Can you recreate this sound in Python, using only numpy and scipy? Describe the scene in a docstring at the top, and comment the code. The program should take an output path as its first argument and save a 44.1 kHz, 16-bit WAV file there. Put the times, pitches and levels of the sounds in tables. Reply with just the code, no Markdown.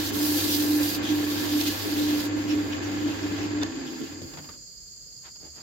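"""A small wood lathe runs: beating sines hum as the motor, noise rumbles and rattles as the bearings,
and one headstock resonance drones. Sandpaper, then a gloved hand, scrapes the spinning piece as shaped grit.
The motor is switched off, the spindle slows evenly to a stand and a hand brakes the chuck: clicks, slaps,
thumps, then scuffs of noise. A high electrical whine, probably from the motor drive, goes on throughout
as narrow bands of noise, over the low noise of the room."""
import sys
import numpy as np
from scipy import signal
from scipy.fft import rfft, irfft, next_fast_len
from scipy.io import wavfile
from scipy.ndimage import uniform_filter1d, map_coordinates

SR = 44100
rng = np.random.default_rng(int(sys.argv[2]) if len(sys.argv) > 2 else 0)


def transcribe(signal):
    """Save signal, clipped to [-1, 1], as a 16-bit WAV file at the path in sys.argv[1]."""
    frames = np.atleast_2d(signal).T
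    limited = np.clip(frames, -1, 1)
    pcm = np.round(limited * 32767).astype(np.int16)
    wavfile.write(sys.argv[1], SR, pcm)


N = 247842
T = np.arange(N) / SR
POWER_OFF_S, STAND_S = 3.65, 4.673


def amp(db):
    """Decibels to gain."""
    return 10 ** (np.asarray(db) / 20)


def unit(x):
    """Scale so that the mid signal has rms 1."""
    return x / np.sqrt(np.mean(np.atleast_2d(x).mean(0) ** 2) + 1e-20)


def along(points, hz):
    """Interpolate (Hz, value) points on a log frequency axis."""
    f, v = np.transpose(points)
    return np.interp(np.log(hz + 1), np.log(f + 1), v)


def curves(rows):
    """One value per sample for each column after the time."""
    s, *cols = np.transpose(rows)
    return [np.interp(T, s, c) for c in cols]


def wobble(rate):
    """Smooth random curve, rate knots per second."""
    return map_coordinates(rng.standard_normal(int(N * rate / SR) + 4), [T * rate])


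def pan(left_db):
    """Gains of the two channels for a left-right difference."""
    return amp([[left_db / 2], [-left_db / 2]])


def filtered(x, response):
    """Multiply the spectrum of x by a response of frequency."""
    m = next_fast_len(N + SR // 2)
    return irfft(rfft(x, m) * response(np.fft.rfftfreq(m, 1 / SR)), m)[..., :N]


def white():
    """Two unrelated white noises."""
    return rng.standard_normal((2, N))


def grit(rate, spread_db):
    """Dense tiny impacts of uneven size, rate per second, placed independently on each side."""
    hits = rng.random((2, N)) < rate / SR
    return unit(hits * white() * amp(spread_db * rng.standard_normal(N)))


# Stereo likeness. Each row: frequency in Hz, left-right correlation.
STEREO_LIKENESS = [(40, 0.46), (100, 0.66), (300, 0.54), (500, 0.26), (900, 0), (16000, 0)]


def coloured(pair, spectrum):
    """Give two noises a spectrum and the room's stereo likeness, mid rms 1."""
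    ends = [(spectrum[0][0] / 2, -120), *spectrum, (spectrum[-1][0] * 2, -120)]

    def response(hz):
        turn = np.arccos(np.clip(along(STEREO_LIKENESS, hz), -1, 1)) / 2
        return amp(along(ends, hz)) * [np.cos(turn), np.sin(turn)]
    mid, side = filtered(pair, response)
    return unit(np.array([mid + side, mid - side]))


def tone(hz, lead):
    """Stereo sine of rms 1 whose left side leads by some radians."""
    phase = 2 * np.pi * np.cumsum(hz, axis=-1) / SR
    return np.sqrt(2) * np.sin(phase + np.array([[lead / 2], [-lead / 2]]))


def blow(s, attack, t60):
    """Envelope of one contact."""
    t = np.maximum(T - s, 0)
    return (1 - np.exp(-t / attack)) * 10 ** (-3 * t / t60)


def held(start, end, attack, t60):
    """Envelope that rises, holds until the end and dies away."""
    return np.clip((T - start) / attack, 0, 1) * 10 ** (-3 * np.maximum(T - end, 0) / t60)


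def bump(s, half):
    """Smooth rise and fall around one moment; 1/e at the half-width."""
    return np.exp(-((T - s) / half) ** 2)


def powered(t60):
    """One while the motor is on, then dying away."""
    return held(-1.3, POWER_OFF_S, attack=1, t60=t60)


def speed():
    """Spindle speed as a share of full speed: steady, then falling evenly to a stand."""
    return np.clip((STAND_S - T) / (STAND_S - POWER_OFF_S), 0, 1)


def nearby(x, wall_db, count=10):
    """Weak early echoes off the bed, chuck and worker comb the sound differently at each side."""
    delays_s = rng.uniform(.001, .02, (2, count))
    echoes = np.zeros((2, SR // 40))
    echoes[:, 0] = 1
    echoes[[[0], [1]], (delays_s * SR).astype(int)] = amp(wall_db) * rng.standard_normal((2, count))
    return unit(signal.fftconvolve(x, echoes, axes=1)[:, :N])


def patchy(x, depth_db):
    """The contact spot shifts, so the colour changes from moment to moment."""
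    z = signal.stft(x, nperseg=512)[2]
    field = uniform_filter1d(rng.standard_normal(z.shape[1:]), size=6, axis=0)
    field = uniform_filter1d(field, size=7, axis=1)
    return signal.istft(z * amp(depth_db * field / field.std()), nperseg=512)[1][:, :N]


# Room noise spectrum. Each row: frequency in Hz, relative level in dB.
ROOM_SPECTRUM = [(25, -16), (50, 2), (85, -7.5), (140, -4), (250, -15), (480, -15.5), (850, -27.5),
                 (1400, -24.5), (2150, -25.5), (2500, -27.5), (3200, -24.5), (3800, -26), (5000, -47)]


def room():
    """Steady low noise of the workshop."""
    return amp(-60.0) * coloured(white(), ROOM_SPECTRUM)


# Whine band spectra. Each row: frequency in Hz, relative level in dB.
WHINE_LOW_SPECTRUM = [(3800, -37), (4100, -15.5), (4350, -1), (4650, 2), (5030, 4), (5250, -10),
                      (5600, -24), (6000, -40)]
WHINE_HIGH_SPECTRUM = [(5400, -20), (5900, -8), (6200, -6.5), (6500, 5), (7100, 6.5), (7500, 3),
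                       (7750, -14), (8000, -20)]
WHINE_TOP_SPECTRUM = [(8000, -8.5), (11000, -8.5), (12800, -2), (13800, -1), (14600, 2), (15800, -20)]


def whine():
    """Narrow bands of electrical hiss; the lowest and the highest flutter together."""
    flutter = np.sin(2 * np.pi * np.cumsum(20.3 + 0.85 * wobble(7.3)) / SR)
    low = amp(-52.0) * (1 + 0.25 * flutter) * coloured(white(), WHINE_LOW_SPECTRUM)
    high = amp(-51) * coloured(white(), WHINE_HIGH_SPECTRUM) * pan(left_db=-3.0)
    top = amp(-68.0) * (1 + 0.19 * flutter) * coloured(white(), WHINE_TOP_SPECTRUM)
    return low + high + top


# Pushes of the hand on the stopped chuck.
# Each row: centre in seconds, half-width in seconds, relative scuff level in dB, relative rumble level in dB.
CHUCK_PUSHES = [(5.268, 0.029, -53.5, -66), (5.363, 0.008, -61, -65), (5.453, 0.041, -60.5, -54.5),
                (5.588, 0.038, -56.5, -57)]
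# Scuff spectrum, also for slaps and switch. Each row: frequency in Hz, relative level in dB.
SCUFF_SPECTRUM = [(300, 0), (550, -6), (800, 0.5), (1200, 2), (1750, -1), (2600, -4), (3500, -4.5),
                  (6000, -11), (10000, -34)]


def chuck():
    """The glove scuffs the steel and rolls the spindle a little by hand, with a faint low groan."""
    scuffing = sum(amp(db) * bump(s, half) for s, half, db, _ in CHUCK_PUSHES)
    rolling = sum(amp(db) * bump(s, half) for s, half, _, db in CHUCK_PUSHES)
    steel = patchy(coloured(white(), SCUFF_SPECTRUM), depth_db=0.5)
    scuff = scuffing * amp(1.5 + 1.1 * wobble(120)) * steel
    roll_spectrum = [(70, -6), (140, -6.0), (300, -3.5), (400, -6.5), (600, -8), (900, -12)]
    roll = rolling * amp(2) * coloured(white(), roll_spectrum)
    groan = amp(-57) * bump(5.51, half=0.071) * tone(np.full(N, 72), lead=0)
    return scuff + roll + groan


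# Ticks of the switch, and of wood and chuck jaws against the glove.
# Each row: start in seconds, relative level in dB.
TICKS = [(2.727, -30), (3.6326, -9.5), (4.2179, -24), (4.338, -29), (4.488, -36)]
# Glove catching on the spindle and chuck jaws.
# Each row: start in seconds, relative slap level in dB, relative thump level in dB.
GLOVE_CATCHES = [(4.212, -58, -33.5), (4.336, -36, -42), (4.372, -34, -46), (4.385, -44, -43),
                 (4.441, -38, -57), (4.489, -38, -46), (4.536, -46, -51), (4.668, -70, -54),
                 (5.055, -72, -57)]
# Tick spectrum. Each row: frequency in Hz, relative level in dB.
TICK_SPECTRUM = [(500, 19), (2000, -7), (3700, 8.5), (5500, 8), (9000, -12), (15000, -9)]


def knocks():
    """Short clicks, and soft slaps and thumps of the glove on the spindle and its jaws."""
    clicks = sum(amp(db - 12.0) * blow(s, attack=.0004, t60=0.013) for s, db in TICKS)
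    slaps = sum(amp(db - 9.0) * blow(s, attack=0.00053, t60=0.11) for s, db, _ in GLOVE_CATCHES)
    thumps = sum(amp(db - 6.0) * blow(s, attack=0.0023, t60=0.28) for s, _, db in GLOVE_CATCHES)
    thud = [(60, -24), (88, 2.5), (112, -18), (140, 0), (190, -6), (300, -17), (600, -11)]
    cloth = patchy(coloured(white(), SCUFF_SPECTRUM), depth_db=2.5)
    return clicks * coloured(white(), TICK_SPECTRUM) + slaps * cloth + thumps * coloured(white(), thud)


def switch(s=3.612, length=0.019, ring_hz=3550):
    """The switch scrapes, thuds and rings briefly on its way to the click that cuts the power."""
    end = s + length
    scrape = amp(-36.5) * coloured(white(), SCUFF_SPECTRUM) * held(s, end, attack=0.014, t60=0.05)
    thud_spectrum = [(90, 2), (160, 1), (400, -4), (700, -19)]
    thud = amp(-43) * coloured(white(), thud_spectrum) * held(s, end, attack=0.01, t60=0.15)
    ring = amp(-40) * tone(ring_hz + 50 * wobble(200), lead=1) * held(s, end, attack=0.005, t60=0.04)
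    return scrape + thud + ring


# Momentary changes of bite, for paper and glove.
# Each row: centre in seconds, half-width in seconds, rasp gain in dB, hiss gain in dB.
CONTACT_BITES = [(0.39, 0.02, 4, -0.5), (0.95, 0.01, 4, 2.5), (1.082, 0.023, 1.5, 0.5),
                 (1.41, 0.017, -2, 0.5), (1.612, 0.0078, 7, 4.5), (1.679, 0.017, 9, 6),
                 (1.993, 0.015, 1.5, 3), (2.209, 0.012, 4, 1.5), (2.515, 0.032, 9.5, 2),
                 (2.732, 0.01, 11.5, -2), (2.858, 0.027, 4, -1), (3.105, 0.039, 5, 2.5),
                 (3.41, 0.06, 7.5, -0.5)]
# Middle and fine band spectra. Each row: frequency in Hz, relative level in dB.
SCRATCH_SPECTRUM = [(2600, -27), (3600, -3), (4300, 0), (4900, 1), (5600, -9), (7200, -8.5), (8200, -18.5),
                    (11000, -45)]
HISS_SPECTRUM = [(4000, -6), (6000, -2.5), (8000, -3.5), (10300, -4.5), (11800, 2), (14000, 2), (15800, -2)]
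# the coarse rasp outlasts the fine hiss as the touch lightens
TOUCH_S, RASP_T60_S, HISS_T60_S = 0.02, 0.24, 0.09
GRIP_WAVER_DB, WALL_DB = 1.2, -16


def abrasion(touches, spectrum, rasp_db, scratch_db, hiss_db, chatter_db, patch_db):
    """Grains scrape the turning wood at each touch (start, end, rasp dB, hiss dB); contact chatters and bites."""
    coarse = sum(amp(db) * held(a, b, TOUCH_S, RASP_T60_S) for a, b, db, _ in touches)
    fine = sum(amp(db) * held(a, b, TOUCH_S, HISS_T60_S) for a, b, _, db in touches)
    coarse = coarse * amp(sum(db * bump(s, half) for s, half, db, _ in CONTACT_BITES))
    fine = fine * amp(sum(db * bump(s, half) for s, half, _, db in CONTACT_BITES))
    contact = amp(chatter_db * (wobble(33.82) + wobble(240)))
    rasp = patchy(coloured(grit(rate=9000, spread_db=0.5), spectrum), patch_db)
    rasp = rasp * coarse * amp(rasp_db + GRIP_WAVER_DB * wobble(18))
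    # middle band follows both pressure and sharpness of the grit
    scratch = patchy(coloured(grit(rate=9000, spread_db=1.5), SCRATCH_SPECTRUM), patch_db)
    scratch = scratch * np.sqrt(coarse * fine) * amp(scratch_db)
    hiss = nearby(coloured(grit(rate=16000, spread_db=1.5), HISS_SPECTRUM), wall_db=WALL_DB)
    hiss = hiss * fine * amp(hiss_db)
    return contact * (rasp + scratch + hiss)


# Glove on the spinning wood, at last on the chuck.
# Each row: start in seconds, end in seconds, relative rub level in dB, relative hiss level in dB.
GLOVE_RUBS = [(2.35, 2.76, -53.5, -59), (2.81, 3.46, -53, -60), (3.85, 4.13, -55.5, -62),
              (4.21, 4.53, -71, -63)]
# Rub spectrum. Each row: frequency in Hz, relative level in dB.
RUB_SPECTRUM = [(1200, -4), (2300, 0), (3300, 2), (4300, -4.5), (5800, -2), (7500, -13), (8500, -62.5),
                (12000, -57)]


def glove():
    """The glove rubs the turning work as a softer, patchier abrasion."""
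    return abrasion(GLOVE_RUBS, RUB_SPECTRUM, rasp_db=1.5, scratch_db=-9, hiss_db=1.0,
                    chatter_db=0.73, patch_db=3.5)


# Three strokes of the sandpaper, each a list of rows.
# Each row: time in seconds, relative rasp level in dB, relative hiss level in dB.
PAPER_STROKES = [
    [(-0.02, -35.5, -40.5), (0.1, -41.5, -42)],
    [(0.12, -46.5, -41.5), (0.25, -41, -33.5), (0.57, -37, -35.5), (0.69, -45.5, -40), (0.9, -40, -37),
     (0.965, -43, -41)],
    [(1.015, -42, -52), (1.09, -38, -47), (1.19, -45.5, -47.5), (1.3, -40, -43.5), (1.62, -39.5, -41),
     (1.92, -43.5, -44.5), (2.07, -38.5, -45), (2.26, -45, -45.5)],
]
# Rasp spectrum. Each row: frequency in Hz, relative level in dB.
RASP_SPECTRUM = [(1200, -26), (2200, -3.5), (2600, 2.5), (3250, 7), (3800, 3), (4600, -17), (6000, 1),
                 (9000, -34)]


def sandpaper():
    """Paper grains rasp and hiss on the turning wood as the levels follow each stroke's curve."""
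    strokes = [(rows[0][0], rows[-1][0], *curves(rows)) for rows in PAPER_STROKES]
    return abrasion(strokes, RASP_SPECTRUM, rasp_db=-3.5, scratch_db=0.0, hiss_db=0.6,
                    chatter_db=0.7, patch_db=1.8)


def tailstock(db=-52, law=1.5):
    """The centre that holds the far end of the piece whirs, quieter as it slows."""
    spectrum = [(2200, -8), (3300, 0), (4200, -3), (6000, -7), (7500, -10), (8500, -30)]
    whir = coloured(grit(rate=6000, spread_db=1.0), spectrum)
    return amp(db + 1.2 * wobble(30)) * speed() ** law * whir


# Resonances that the slowing spindle passes through.
# Each row: frequency in Hz, share of full speed, width as a share of full speed, peak level in dB.
PASSED_RESONANCES = [(252, 0.793, 0.06, -38.5), (91.6, 0.49, 0.09, -50.5), (145.3, 0.27, 0.04, -49)]


def run_down():
    """Each resonance of the lathe sounds briefly as the falling speed passes it."""
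    rings = 0
    for hz, at, width, db in PASSED_RESONANCES:
        nearness = 1 / (1 + ((speed() - at) / width) ** 2)
        rings = rings + amp(db) * nearness * tone(hz + 3 * wobble(15), lead=0)
    return rings * (1 - powered(t60=0.25)) * (speed() > 0)


# Brief dropouts of drone and rumble. Each row: centre in seconds, half-width in seconds, drone gain in dB.
DRONE_LULLS = [(0.06, 0.03, -12), (0.95, 0.04, -7), (1.795, 0.06, -25), (2.232, 0.012, -16),
               (2.764, 0.038, -8.5), (3.17, 0.034, -8), (3.385, 0.014, -19)]


def lull_db():
    """Gain of the drone's brief dropouts in dB."""
    return sum(db * bump(s, half) for s, half, db in DRONE_LULLS)


# Driven rumble, coasting rumble and rattle spectra. Each row: frequency in Hz, relative level in dB.
RUMBLE_SPECTRUM = [(138, -22.5), (195, -15.5), (255, -10), (297, -0.5), (345, -7), (385, -13.5), (420, -11),
                   (460, -22.5), (700, -28)]
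COAST_SPECTRUM = [(60, -38), (88, -12), (115, -29), (140, -11), (200, -17), (240, -2.5), (262, 0), (300, 2),
                  (335, 1.5), (385, -16.5), (425, -6.5), (465, -23), (520, -15.5), (640, -38)]
RATTLE_SPECTRUM = [(300, -22.5), (450, -4.5), (640, -3.5), (800, -4.5), (1000, -4), (1230, -8), (1700, -5),
                   (1860, -7), (2050, -6.5), (2270, -10), (2550, -9), (3300, -12.5), (4500, -15.5)]
# Resonances of lathe bed and housing. Each row: frequency in Hz, width in Hz, relative level in dB.
BED_MODES = [(424, 16, 5), (520, 18, 8), (795, 20, 6), (930, 25, 1), (1118, 22, 6), (1378, 40, 3),
             (1608, 26, 8), (1725, 60, 7), (2080, 90, 1), (2480, 110, 2)]
# Judders of the coasting spindle. Each row: centre in seconds, half-width in seconds, gain in dB.
COAST_JUDDERS = [(3.857, 0.011, 3.5), (4.02, 0.03, 8)]
RUMBLE_DB, COAST_DB, RATTLE_DB = -33.5, -35, -42
SANDING_LOAD_DB, UNLOADED_DB = 1.54, -3  # change of rattle under the paper, and without power
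LULL_RUMBLE_SHARE = 0.28  # share of the drone's dip in dB
COAST_LAW, RATTLE_LAW = 1.37, 1.2  # powers of speed


def bed_response(hz):
    """Direct sound plus the ringing modes of bed and housing."""
    modes = [amp(db - 4) * 1j * hz * w / (c * c - hz * hz + 1j * hz * w) for c, w, db in BED_MODES]
    return 1 + sum(modes)


def bearings():
    """Rolling contacts shake the headstock and ring the bed; rumble and rattle sink with the speed."""
    load = powered(t60=0.21)
    sanding = held(-1, PAPER_STROKES[-1][-1][0], attack=1, t60=0.44)
    driven_db = RUMBLE_DB + LULL_RUMBLE_SHARE * lull_db() + 1.24 * wobble(40)
    driven = coloured(white(), RUMBLE_SPECTRUM) * amp(driven_db) * load
    judder_db = sum(db * bump(s, half) for s, half, db in COAST_JUDDERS)
    coast_db = COAST_DB + judder_db + 1.0 * wobble(25)
    coast = coloured(white(), COAST_SPECTRUM) * amp(coast_db) * (1 - load) * speed() ** COAST_LAW
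    contacts = coloured(grit(rate=9000, spread_db=0.0), RATTLE_SPECTRUM)
    rattle_db = RATTLE_DB + SANDING_LOAD_DB * sanding + UNLOADED_DB * (1 - load)
    rattle_db = rattle_db + 0.78 * wobble(16) + 0.96 * wobble(160)
    rattle = unit(filtered(contacts, bed_response)) * amp(rattle_db) * speed() ** RATTLE_LAW
    return driven + coast + rattle


# Swells of the drone. Each row: start in seconds, end in seconds, relative level in dB.
DRONE_SWELLS = [(-0.02, 0.018, -25), (0.18, 0.32, -24.5), (0.457, 0.564, -26), (0.568, 0.83, -22.5),
                (1.08, 1.218, -22), (1.495, 1.7, -24.5), (1.953, 2.2, -24), (2.491, 2.585, -22.5),
                (2.947, 3.077, -24.5), (3.495, 3.574, -24.5)]
DRONE_HZ, SWELL_RISE_S, SWELL_T60_S = 297.5, 0.024, 0.74
DRONE_REST_REL_DB = -29.5  # on the scale of the swells


def headstock():
    """The spinning load keeps one resonance droning; it swells fast, ebbs slowly and shudders."""
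    swells = np.max([amp(db) * held(a, b, SWELL_RISE_S, SWELL_T60_S) for a, b, db in DRONE_SWELLS], axis=0)
    rest = amp(DRONE_REST_REL_DB + 1.4 * wobble(18))
    shudder = amp(1.5 * wobble(20) + 0.93 * wobble(130))
    level = amp(lull_db() - 2.0) * np.maximum(swells, rest) * shudder * powered(t60=0.12)
    hz = DRONE_HZ + 1 * wobble(7.75) + 2.0 * wobble(60)
    return level * tone(hz, lead=0.42) * pan(left_db=-1.5)


# Frame tremble spectrum. Each row: frequency in Hz, relative level in dB.
FRAME_SPECTRUM = [(25, -16), (44, -4), (56, -4), (72, 4), (110, 3), (140, -11), (200, -10)]
HUM_HZ, HUM_DB, SAG_HZ_PER_S, HUM_T60_S = 99.9, -42, 110, 0.24


def motor():
    """The hum beats against a weaker shaft tone and sags when the power is cut; the frame trembles with it."""
    hz = HUM_HZ + 2.0 * wobble(9) - SAG_HZ_PER_S * np.clip(T - POWER_OFF_S, 0, .5)
    hum = amp(HUM_DB + 0.74 * wobble(24.67)) * tone(hz, lead=-0.22) * pan(left_db=-2)
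    beat = amp(HUM_DB - 15 + 2.6 * wobble(6.9)) * tone(.93 * hz + 4 * wobble(14), lead=-0.33)
    unbalance = amp(HUM_DB - 24 + 2.5 * wobble(4.5)) * tone(0.35 * hz + 1.2 * wobble(7.2), lead=0)
    tremble = amp(-50.0) * coloured(white(), FRAME_SPECTRUM)
    return (hum + beat + unbalance) * powered(HUM_T60_S) + tremble * powered(t60=1.2)


def scene():
    """The workshop's low background, the hands and the lathe."""
    background = room() + whine()
    hands = chuck() + knocks() + switch() + glove() + sandpaper()
    lathe = tailstock() + run_down() + bearings() + headstock() + motor()
    return background + hands + lathe


# Colour of the two microphone ports. Each row: frequency in Hz, left-right difference in dB.
PORT_COLOUR = [(100, -0.5), (400, 0), (1000, 0), (1700, -0.8), (2700, 1.5), (4300, -3.5), (5600, -2),
               (7400, 2), (8200, 1), (9200, -1), (11000, 3), (12600, -6.5), (14000, -8.5), (15800, 8)]
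TOP_HZ = 15850


def record(dry):
    """Each microphone port adds its own colour; nothing passes above the band limit."""
    return filtered(dry, lambda hz: amp(along(PORT_COLOUR, hz) * [[.5], [-.5]]) * (hz < TOP_HZ))


dry = scene()
out = record(dry)
transcribe(out)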